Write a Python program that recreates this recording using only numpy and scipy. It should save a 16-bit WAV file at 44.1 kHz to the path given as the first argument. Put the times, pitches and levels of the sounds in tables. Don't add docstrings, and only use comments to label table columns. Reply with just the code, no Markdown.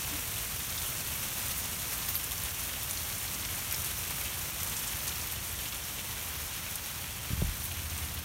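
import sys
import numpy as np
from scipy import signal
from scipy.fft import rfft, irfft, next_fast_len
from scipy.io import wavfile
from scipy.ndimage import map_coordinates

SR = 44100
rng = np.random.default_rng(int(sys.argv[2]) if len(sys.argv) > 2 else 0)


def int16_out(signal):
    q = np.round(np.clip(np.atleast_2d(signal).T, -1, 1) * 32767)
    wavfile.write(sys.argv[1], SR, q.astype(np.int16))


N = 363384
TOP_HZ = 15800

# (time [s], level [dB])
HAIL_TREBLE = [(0.0, -38), (0.2, -38), (2.06, -37), (2.09, -37.5), (2.22, -38), (4.8, -38), (5.51, -39.5),
               (7.16, -42), (8.08, -41), (8.24, -44.5)]


def shower():
    # (frequency [Hz], relative spectral level [dB])
    body_spectrum = [(100, -16), (250, -3.5), (450, -3.5), (800, -2), (1050, -0.2), (1600, -1), (2600, -1),
                     (3300, -1), (4200, -4), (6000, -2.5), (10000, -24), (16000, -30)]
    fizz_spectrum = [(1000, -41), (3000, -25), (4500, -10), (6000, -0.5), (9000, 0), (12000, 0), (14500, 1),
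                     (16000, -5.5)]
    treble_db = level_curve(HAIL_TREBLE)
    shelter_db = treble_db + 38
    body_db = -43 + 0.4 * shelter_db
    flurry_db = 0.25 * wobble(5) + 0.22 * wobble(14) + 0.65 * wobble(55) + 0.5 * wobble(350)
    knocks = patter(per_s=1100, centre_hz=3060, octaves=0.47, cycles=1.42, size_db=4.5, nearest=0.0094)
    ticks = patter(per_s=2000, centre_hz=11900, octaves=0.36, cycles=0.88, size_db=5, nearest=0.0075)
    body = amp(0.5) * coloured_noise(body_spectrum) + amp(-6) * porch(knocks, t60=0.1, wet_db=-5.5)
    fizz = amp(-0.8) * coloured_noise(fizz_spectrum) + amp(-6.5) * porch(ticks, t60=0.057, wet_db=-3)
    body *= amp(body_db + flurry_db + 0.27 * wobble(20))
    fizz *= amp(treble_db + flurry_db + 0.42 * wobble(14))
    return body + fizz


def patter(per_s, centre_hz, octaves, cycles, size_db, nearest):
    when, distance, pitch, polarity = rng.random((int(per_s * N / SR), 4)).T
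    nearness = -np.log(distance + nearest)
    size = np.sign(polarity - 0.5) * amp(size_db * nearness)
    hz = centre_hz * 2 ** (octaves * (2 * pitch - 1))
    return unit(pings(when * N / SR, size, hz, cycles))


def near_hits():
    # (time [s], level [dB], pitch [Hz])
    bounces = [(0.9014, -20, 13000), (1.484, -20, 12200), (2.1454, -18, 11300), (2.2424, -19, 11900),
               (2.319, -19, 11600), (2.9108, -17, 9650), (3.7254, -16, 12000), (3.8197, -14, 13700),
               (3.8457, -16, 11000), (4.6324, -17, 12000), (4.6974, -22, 9630), (5.1831, -22, 14400),
               (5.3223, -17, 13600)]
    # (time [s], level [dB], centre [Hz], width [octaves], t60 [s])
    clacks = [(.777, -37, 3650, .08, .09), (.778, -34, 5000, .5, .04), (.858, -39, 3050, .06, .12),
              (.872, -36, 10000, .47, .12), (1.575, -34, 11500, .5, .12), (2.084, -33, 3200, 1, .049),
              (2.088, -28, 14300, 0.3, .07), (2.1545, -22, 12500, 0.38, .018),
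              (2.154, -30, 4330, .2, 0.023), (2.161, -30, 12000, .25, .06), (2.312, -36, 3650, 0.22, .04),
              (2.911, -34, 9500, .5, 0.021), (2.973, -36, 5200, 0.43, .04), (3.744, -26, 5600, .4, 0.013),
              (4.107, -30, 6000, 3.5, 0.044), (4.25, -40, 2720, .25, .15), (4.765, -33.5, 7000, .45, .08),
              (4.872, -33, 7500, 0.45, 0.076), (5.078, -29, 6200, 0.59, .044), (5.091, -32, 5500, .8, .025),
              (5.724, -35.5, 3500, .6, .04), (5.158, -35, 5470, .06, .035), (5.655, -35, 2860, .35, .056),
              (6.756, -25.5, 10500, 0.7, .025), (7.651, -31.5, 13500, 0.67, 0.1),
              (7.978, -35, 7500, .72, .07), (8.14, -30, 13800, 0.36, .04)]
    ticks = np.vstack([bounces, stray_ticks()])
    starts, db, hz = ticks.T
    track = pings(starts, amp(db + 2), hz, cycles=1.8)
    for start, level_db, pitch_hz in ticks:
        chips = rattle(pitch_hz, octaves=0.93, t60=0.0074)
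        add(track, start, amp(level_db - 7) * chips)
    for start, level_db, centre_hz, octaves, t60 in clacks:
        add(track, start, amp(level_db) * rattle(centre_hz, octaves, t60))
    return porch(track, t60=0.075, wet_db=-5.5)


def stray_ticks(count=12):
    when, size, pitch = rng.random((count, 3)).T
    hiss_db = level_curve(HAIL_TREBLE)[(when * N).astype(int)]
    return np.transpose([when * N / SR, hiss_db + 11 + size, 7000 * 2 ** (0.9 * pitch)])


def foliage(count=240):
    track = np.zeros(N)
    for when, pitch, size, life in rng.random((count, 4)):
        slap = rattle(centre_hz=2300 * 2 ** (2.79 * np.sqrt(pitch)), octaves=0.45, t60=0.018 + 0.041 * life)
        add(track, when * N / SR, amp(-6.5 + 8.2 * size ** 2 + 7 * pitch) * slap)
    return track * amp(level_curve(HAIL_TREBLE))


def railing(count=13):
    track = np.zeros(N)
    for when, pitch, size in rng.random((count, 3)):
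        tap = rattle(centre_hz=2800 * 2 ** (0.45 * pitch), octaves=0.31, t60=0.047)
        add(track, when * N / SR, amp(-41 + 4.4 * size) * tap)
    return porch(track, t60=0.075, wet_db=-8)


def pings(starts, size, hz, cycles):
    age = np.arange(128)
    turns = np.minimum(hz, TOP_HZ)[:, None] * age / SR
    waves = size[:, None] * np.exp(-turns / cycles) * np.sin(2 * np.pi * turns)
    positions = (starts * SR).astype(int)[:, None] + age
    return np.bincount(positions.ravel(), waves.ravel(), N)[:N]


def rattle(centre_hz, octaves, t60):
    t = np.arange(SR // 8) / SR
    noise = rng.standard_normal(len(t))
    grit_db = 3 * np.repeat(rng.standard_normal(len(t)), 16)[:len(t)]
    band = filtered(noise * amp(grit_db), lambda hz: bell(hz + 1, centre_hz, octaves))
    return unit(band) * amp(-60 * t / t60)


def porch(x, t60, wet_db, blocks=60):
    t, echo = np.arange(SR // 5) / SR, np.zeros(N)
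    for part in np.array_split(np.arange(N), blocks):
        tail = rng.standard_normal(len(t)) * amp(-60 * t / t60) * (t > 0.002)
        add(echo, part[0] / SR, signal.fftconvolve(x[part], tail / np.linalg.norm(tail)))
    return x + amp(wet_db) * echo


def door():
    # (time [s], level [dB], pitch favoured by the contact's length [Hz])
    blows = [(7.305, -30, 130), (7.315, -23, 250), (7.332, -25, 114), (7.377, -24.5, 75),
             (7.389, -28.5, 75), (7.419, -22, 450), (7.423, -19, 152), (7.444, -20, 65.4), (7.487, -23, 60)]
    # (frequency [Hz], relative level [dB], t60 [s])
    modes = [(48, -1, 0.16), (77, 0.5, 0.16), (117, 3.5, 0.064), (159, -3.5, 0.085), (248, -5.5, 0.032),
             (397, -7, 0.021), (544, 0.5, 0.013)]
    track, t = np.zeros(N), np.arange(SR // 2) / SR
    for start, blow_db, pitch_hz in blows:
        ring = np.zeros(len(t))
        for hz, mode_db, t60 in modes:
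            drive = bell(hz, pitch_hz, octaves=0.56)
            ring += drive * amp(mode_db - 60 * t / t60) * np.sin(2 * np.pi * hz * t)
        attack = 1 - np.exp(-5 * pitch_hz * t)
        add(track, start, amp(blow_db) * ring * attack)
    return filtered(track, lambda hz: 1 / (1 + (hz / 850) ** 6))


def bump():
    track, ring = np.zeros(N), rattle(centre_hz=288, octaves=0.093, t60=0.42)
    add(track, 0.1, amp(-39) * ring * np.hanning(len(ring)))
    return track


def rumble():
    # (frequency [Hz], relative spectral level [dB])
    spectrum = [(15, -35), (28, -9), (42, -5.5), (55, 1), (65, -1.5), (80, 1), (100, -3), (120, -4),
                (160, -8), (220, -13), (300, -21), (500, -33), (1500, -80)]
    t = np.arange(N) / SR
    level_db = -44 - 0.32 * t + 0.33 * wobble(2.07)
    return amp(level_db) * coloured_noise(spectrum)


def hum():
    # (frequency [Hz], relative level [dB])
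    partials = [(72, -1.5), (84, 0), (120, -8.5), (194, -11.5), (267, -19), (316, -22)]
    tones = np.zeros(N)
    for hz, db in partials:
        gain = amp(db + 1.6 * wobble(8.6))
        phase = 2 * np.pi * np.cumsum(hz + 1.21 * wobble(8)) / SR
        tones += gain * np.sin(phase)
    approach_db = level_curve([(6.2, -58.5), (7.97, -41.5)])
    return amp(approach_db) * unit(tones)


def amp(db):
    return 10 ** (np.asarray(db) / 20)


def unit(x):
    return x / np.sqrt(np.mean(x ** 2) + 1e-20)


def bell(hz, centre_hz, octaves):
    return np.exp(-0.5 * (np.log2(hz / centre_hz) / octaves) ** 2)


def level_curve(points):
    return np.interp(np.arange(N) / SR, *np.transpose(points))


def wobble(per_s):
    knots = rng.standard_normal(int(N * per_s / SR) + 4)
    return map_coordinates(knots, [np.arange(N) * per_s / SR])


def filtered(x, response):
    size = next_fast_len(len(x) + 8192)
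    return irfft(rfft(x, size) * response(np.fft.rfftfreq(size, 1 / SR)), size)[:len(x)]


def coloured_noise(spectrum):
    points_hz, db = np.transpose(spectrum)
    response = lambda hz: amp(np.interp(np.log(hz + 1), np.log(points_hz), db))
    return unit(filtered(rng.standard_normal(N), response))


def add(track, start, sound):
    part = track[max(round(start * SR), 0):][:len(sound)]
    part += sound[:len(part)]


def scene():
    mono = shower() + foliage() + railing() + near_hits() + door() + bump() + rumble() + hum()
    return np.array([mono, mono])


def record(dry):
    # (centre [Hz], width [Hz], gain [dB])
    dips = [(4920, 210, -4), (7620, 540, -2), (10430, 400, -4.5)]

    def response(hz):
        dips_db = sum(db * np.exp(-((hz - centre) / width) ** 2) for centre, width, db in dips)
        low_cut = hz ** 6 / (hz ** 6 + 31 ** 6)
        return amp(dips_db) * low_cut * (hz < TOP_HZ)

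    return np.array([filtered(channel, response) for channel in dry])


dry = scene()
out = record(dry)
int16_out(out)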